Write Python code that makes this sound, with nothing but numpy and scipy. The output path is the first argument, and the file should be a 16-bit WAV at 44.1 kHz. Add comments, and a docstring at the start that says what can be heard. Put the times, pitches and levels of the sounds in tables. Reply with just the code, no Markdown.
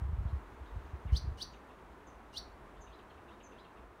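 """Wind rumbles over a soft, distant hush and thumps the microphone, each puff ringing a low resonance.
Leaves rustle faintly and small birds twitter far off. A near bird gives three sharp rising chirps,
the two sides of its syrinx sounding together and mixing into combination tones; another answers
with thin falling calls. Garden walls reflect the birdsong, and hedge and trees scatter it."""
import sys
import numpy as np
from scipy import signal
from scipy.fft import rfft, irfft
from scipy.io import wavfile
from scipy.ndimage import uniform_filter1d

SR = 44100
rng = np.random.default_rng(int(sys.argv[2]) if len(sys.argv) > 2 else 0)


def master_out(mix):
    """Clip the mix to full scale and print it as 16-bit PCM to the path in sys.argv[1]."""
    frames = np.transpose(np.atleast_2d(mix))
    ceiling = np.clip(frames, -1, 1)
    pcm = np.round(ceiling * 32767).astype(np.int16)
    wavfile.write(sys.argv[1], SR, pcm)


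N = 176400


def gain(db):
    """Amplitude ratio of a level: a factor of ten for every 20 dB."""
    return 10 ** (np.asarray(db) / 20)


def curve(t, rows, column=1):
    """Linear interpolation of one column of a table."""
    rows = np.array(rows, float)
    return np.interp(t, rows[:, 0], rows[:, column])


def tint(x, spectrum):
    """Zero-phase filtering by (frequency [Hz], gain [dB]) points on a logarithmic frequency axis."""
    hz, db = np.array(spectrum, float).T
    bins_hz = np.maximum(np.fft.rfftfreq(N, 1 / SR), 1)
    return irfft(rfft(x) * gain(np.interp(np.log(bins_hz), np.log(hz), db)), N)


def noise(spectrum):
    """Spectral shaping of white noise, scaled to unit rms."""
    y = tint(rng.standard_normal(N), spectrum)
    return y / y.std()


def wobble(t, rate_hz):
    """Random modulation: straight lines between Gaussian values of unit spread."""
    return np.interp((t - t[0]) * rate_hz, np.arange(2048), rng.standard_normal(2048))


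def phase(hz):
    """Phase as the time integral of a lightly smoothed frequency."""
    return 2 * np.pi * np.cumsum(uniform_filter1d(hz, size=150)) / SR


def add(out, start_s, x):
    """Superposition: x sums into out from a given time."""
    index = int(start_s * SR) + np.arange(len(x))
    inside = (index >= 0) & (index < N)
    out[index[inside]] += x[inside]


# Strength of the wind between puffs (time [s], level [dB])
BREEZE_LEVELS = [(0, -43.5), (.3, -41.5), (.42, -57.5), (.54, -54.5), (.67, -60), (.78, -53), (.9, -51.5),
                 (1.02, -59), (1.15, -33.5), (1.22, -47), (1.32, -41.5), (1.39, -56), (1.47, -51.5),
                 (1.6, -61.5), (2.55, -57.5), (2.63, -53), (2.72, -60), (2.82, -53), (2.95, -60.5),
                 (4, -60.5)]
# Spectrum of its rumble (frequency [Hz], relative level [dB])
BREEZE_SPECTRUM = [(20, -22), (35, -9), (50, 0.5), (64, -1.5), (90, -10), (150, -14.5), (250, -34.5),
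                   (600, -87)]

def breeze(t):
    """Turbulent pressure fluctuations at the microphone make a low rumble."""
    return noise(BREEZE_SPECTRUM) * gain(curve(t, BREEZE_LEVELS))


# Strength of the distant background (time [s], level [dB])
HUSH_LEVELS = [(0, -54.5), (1.0, -55), (1.6, -56), (2.8, -56), (4, -57)]
# Its spectrum (frequency [Hz], relative level [dB])
HUSH_SPECTRUM = [(120, -25), (200, -3), (253, -4.5), (399, -2.5), (534, -7.5), (677, -5.5), (769, -6.5),
                 (1010, -5), (1810, -14), (2130, -18), (2510, -22), (3750, -29.5), (4840, -35),
                 (8980, -38.5), (15500, -44.5)]

def hush(t, flicker_db=.5):
    """Ambient noise, mostly low and middle frequencies, under slight amplitude modulation."""
    return noise(HUSH_SPECTRUM) * gain(curve(t, HUSH_LEVELS) + flicker_db * wobble(t, 9))


# Puffs on the microphone (time [s], peak level [dB], pulse half-length [s])
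WIND_PUFFS = [(0.017, -27.5, 0.0036), (0.048, -32, .004), (0.089, -31.5, 0.0043), (0.129, -30, 0.003),
              (.182, -28, 0.0051), (.205, -33, 0.0022), (.253, -26.5, 0.0033), (0.329, -25.5, 0.0044),
              (0.359, -36.5, 0.003), (0.607, -40, 0.0064), (.72, -39, 0.011), (0.76, -32, 0.0037),
              (0.781, -39, 0.0043), (0.934, -32, 0.0048), (1.054, -30, 0.0029), (1.123, -20, 0.0049),
              (1.242, -32, 0.0034), (1.274, -28.5, .004)]

def wind_puffs(t, port_hz=65.8, t60_s=0.095, cut_hz=55, turbulence=.15):
    """Damped resonance: each brief drop in pressure rings the low end of the microphone."""
    out, age = np.zeros(N), t[:SR // 4]
    ring = gain(-60 * age / t60_s) * np.cos(2 * np.pi * port_hz * age)
    ring = signal.sosfilt(signal.butter(2, cut_hz, "high", fs=SR, output="sos"), ring)
    for at, db, half_s in WIND_PUFFS:
        thump = signal.fftconvolve(ring, -np.hanning(int(2 * half_s * SR)))
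        add(out, at - half_s / 2, gain(db) * thump / np.abs(thump).max())
    return out * (1 + turbulence * wobble(t, 150))


# Strength of the rustle (time [s], level [dB])
LEAF_LEVELS = [(0, -88), (.28, -81), (.4, -86), (.54, -74), (.68, -78.5), (.84, -72.5), (1.0, -77.5),
               (1.3, -81), (2, -79), (4, -89)]
# Its spectrum (frequency [Hz], relative level [dB])
LEAF_SPECTRUM = [(1200, -1.5), (2700, 5), (4000, -0.5), (5000, -11.5), (6500, -4), (8000, -20.5),
                 (12000, -15.5), (15500, -15)]

def leaves(t, flicker_db=2):
    """Rustling leaves radiate broadband noise with rapid amplitude modulation."""
    return noise(LEAF_SPECTRUM) * gain(curve(t, LEAF_LEVELS) + flicker_db * wobble(t, 44))


# Sweep of the two voices, before stretching (time from its top [s], low voice [ratio to top pitch],
# its level [dB], high voice [ratio to top pitch], its level [dB])
SWEEP = [(-.056, .68, -43, .9, -43), (-.042, .615, -21, .83, -34), (-.031, .622, -21, 0.94, -26),
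         (-.022, .665, -14, .87, -22), (-.015, .745, -9.5, .95, -17), (-.009, .845, -0.5, 1.05, -7.5),
         (-.003, 0.98, -2, 1.19, -8.5), (.0015, 1.0, 0.5, 1.26, -10), (.005, .94, -14, 1.30, -11),
         (.012, .72, -38, 1.23, -19)]
# Overtones and combination tones (low voice [multiple], high voice [multiple], base level [dB])
MIXED_TONES = [(2, 0, -20.5), (1, 1, -23), (3, 0, -26), (-1, 2, -27), (2, 1, -33), (4, 0, -33), (5, 0, -37)]

def syrinx(top_hz, stretch, roughness, air, flutter_hz=1100, jitter=.035, blur_rad=2.2, rasp_db=-17):
    """Nonlinear mixing of two rising voices; returns the start [s] relative to the top, and the chirp."""
    t = np.arange(SWEEP[0][0] * stretch, SWEEP[-1][0] * stretch, 1 / SR)
    low, low_db, high, high_db = (curve(t / stretch, SWEEP, column=k) for k in range(1, 5))
    hoarse = roughness + 0.53 * (t / t[0]) ** 2  # roughest at the onset
    low_phase = phase(top_hz * low * (1 + jitter * hoarse * wobble(t, flutter_hz)))
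    high_phase = phase(top_hz * high * (1 + jitter * hoarse * wobble(t, flutter_hz)))
    y = gain(low_db) * np.sin(low_phase)
    y += gain(high_db) * np.sin(high_phase + hoarse * wobble(t, flutter_hz))
    # mixed tones and rasp swell with the low voice, but less steeply
    for m, n, db in MIXED_TONES:
        blur = blur_rad * hoarse * wobble(t, flutter_hz)
        y += gain(db + 0.51 * low_db) * np.sin(m * low_phase + n * high_phase + blur)
    y = np.sqrt(2) * y * (1 + roughness * wobble(t, flutter_hz))
    rasp = np.roll(air, rng.integers(N))[:len(t)]
    y += gain(rasp_db + 0.32 * low_db) * rasp
    return t[0], y * signal.windows.tukey(len(t), .1)


# Rasp of air in any rising chirp (frequency [Hz], relative level [dB])
RASP_SPECTRUM = [(2200, -20), (3200, -3), (4500, -2), (5800, -5), (7200, -6), (9300, -11), (10800, -16),
                 (15500, -20)]
# Dulling by distance (frequency [Hz], gain [dB])
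DISTANCE_FILTER = [(2000, 8), (4200, 1.5), (5500, -4), (8000, -15)]
# Distant rising chirps (time of sweep top [s], pitch there [Hz], source level [dB])
DISTANT_CHIRPS = [(.298, 4180, -75), (.675, 3830, -75), (2.775, 3600, -77), (2.945, 4060, -69.5),
                  (3.327, 3800, -75.5), (3.603, 4034, -68.5)]

def far_chirps():
    """High-frequency attenuation over distance dulls the slower chirps of far birds."""
    out, air = np.zeros(N), noise(RASP_SPECTRUM)
    for at, hz, db in DISTANT_CHIRPS:
        offset_s, chirp = syrinx(hz, stretch=1.6, roughness=0.22, air=air)
        add(out, at + offset_s, gain(db) * chirp)
    return tint(out, DISTANCE_FILTER)


# Reflections from near walls (delay [s], level [dB])
WALL_ECHOES = [(.0035, -21), (.0075, -12), (.019, -15.5), (.047, -26)]
# Spectrum of the scattered sound (frequency [Hz], relative level [dB])
SCATTER_SPECTRUM = [(2000, 6), (3200, -2.5), (4000, 1.5), (4700, -1.5), (6000, 0), (7200, -5), (9500, -3),
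                    (15000, -1.5)]

def garden(x, wet_db, early_t60_s=0.23, late_t60_s=0.45, late_db=-15, build_s=0.0035):
    """Reflection and scattering: wall echoes and a tail from hedge and trees join the direct sound."""
    t = np.arange(N) / SR
    decay = gain(-60 * t / early_t60_s) + gain(late_db - 60 * t / late_t60_s)
    tail = noise(SCATTER_SPECTRUM) * decay * (1 - np.exp(-t / build_s))
    response = tail * gain(wet_db) / np.sqrt(np.sum(tail ** 2))
    for delay, db in WALL_ECHOES:
        add(response, delay, gain([db]))
    return x + signal.fftconvolve(x, response)[:N]


# Short distant chips (start time [s], centre pitch [Hz], source level [dB])
DISTANT_CHIPS = [(1.07, 2698, -69.5), (1.085, 2060, -66), (1.528, 2935, -66.5), (1.695, 2700, -71.5),
                 (2.865, 2650, -69), (2.983, 3310, -69), (3.095, 3010, -69.5), (3.168, 2780, -73),
                 (3.278, 2700, -69), (3.397, 2850, -68), (3.516, 2790, -69), (3.639, 2940, -68),
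                 (3.763, 2700, -71.5)]

def far_chips(length_s=0.0264, fall=0.13, jitter=.13, upper_ratio=1.3, upper_db=-4):
    """Random frequency modulation makes the far birds' falling two-voiced chips hoarse."""
    out = np.zeros(N)
    t = np.arange(int(length_s * SR)) / SR
    for at, hz, db in DISTANT_CHIPS:
        low_phase = phase(hz * (1 + fall * (.5 - t / length_s) + jitter * wobble(t, 895)))
        voices = np.sin(low_phase) + gain(upper_db) * np.sin(upper_ratio * low_phase)
        add(out, at, gain(db) * np.sin(np.pi * t / length_s) * voices)
    return tint(out, DISTANCE_FILTER)


# Near chirps (time of sweep top [s], pitch there [Hz], source level [dB], stretch [x], roughness [0-1])
NEAR_CHIRPS = [(1.1754, 4790, -40, 1.03, .28), (1.4276, 4686, -39, 1.03, 0.23),
               (2.3811, 4560, -39.5, .98, 0.03)]
# Tone colour of the near chirps, with dips near 7 and 10.7 kHz (frequency [Hz], gain [dB])
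NEAR_COLOUR = [(2500, 0.5), (6200, -0.5), (7200, -10.5), (8400, -3.5), (9600, 1), (10700, -4.5),
               (13000, -3), (15500, -2)]

def near_bird():
    """Spectral shaping: three sharp chirps close by, with two dips in their treble."""
    out, air = np.zeros(N), noise(RASP_SPECTRUM)
    for at, hz, db, stretch, roughness in NEAR_CHIRPS:
        offset_s, chirp = syrinx(hz, stretch, roughness, air)
        add(out, at + offset_s, gain(db) * chirp)
    return tint(out, NEAR_COLOUR)


# Thin falling calls (start time [s], final pitch [Hz], level [dB], duration [s])
FALLING_CALLS = [(1.522, 6130, -74, 0.0255), (2.064, 6000, -67, 0.027), (2.805, 6020, -62.5, 0.0343),
                 (3.427, 5990, -62.5, 0.0406)]

def answering_bird(fall=0.12, bend=1.53, jitter=.011, upper_ratio=1.125, upper_db=-7):
    """Biphonation: two high voices, wavering independently, slide down and level out."""
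    out = np.zeros(N)
    for at, hz, db, length_s in FALLING_CALLS:
        t = np.arange(int(length_s * SR)) / SR
        progress = t / length_s
        pitch = hz * (1 + fall * (1 - progress) ** bend)
        lower = np.sin(phase(pitch * (1 + jitter * wobble(t, 1180))))
        upper = np.sin(phase(pitch * upper_ratio * (1 + jitter * wobble(t, 1180))))
        envelope = np.sin(np.pi * progress ** 1.1) ** 0.81
        add(out, at, gain(db) * envelope * (lower + gain(upper_db) * upper))
    return out


def scene():
    """Superposition of reverberant birdsong, wind and background in one channel."""
    t = np.arange(N) / SR
    birds = garden(near_bird(), wet_db=-8)
    birds += garden(answering_bird(), wet_db=1)
    birds += garden(far_chirps() + far_chips(), wet_db=-3.5)
    return (birds + wind_puffs(t) + breeze(t) + hush(t) + leaves(t))[None]


def record(dry):
    """Band limiting: a steep low-pass filter removes the treble above 15750 Hz."""
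    return signal.sosfilt(signal.ellip(10, .2, 70, 15750, fs=SR, output="sos"), dry)


dry = scene()
out = record(dry)
master_out(out)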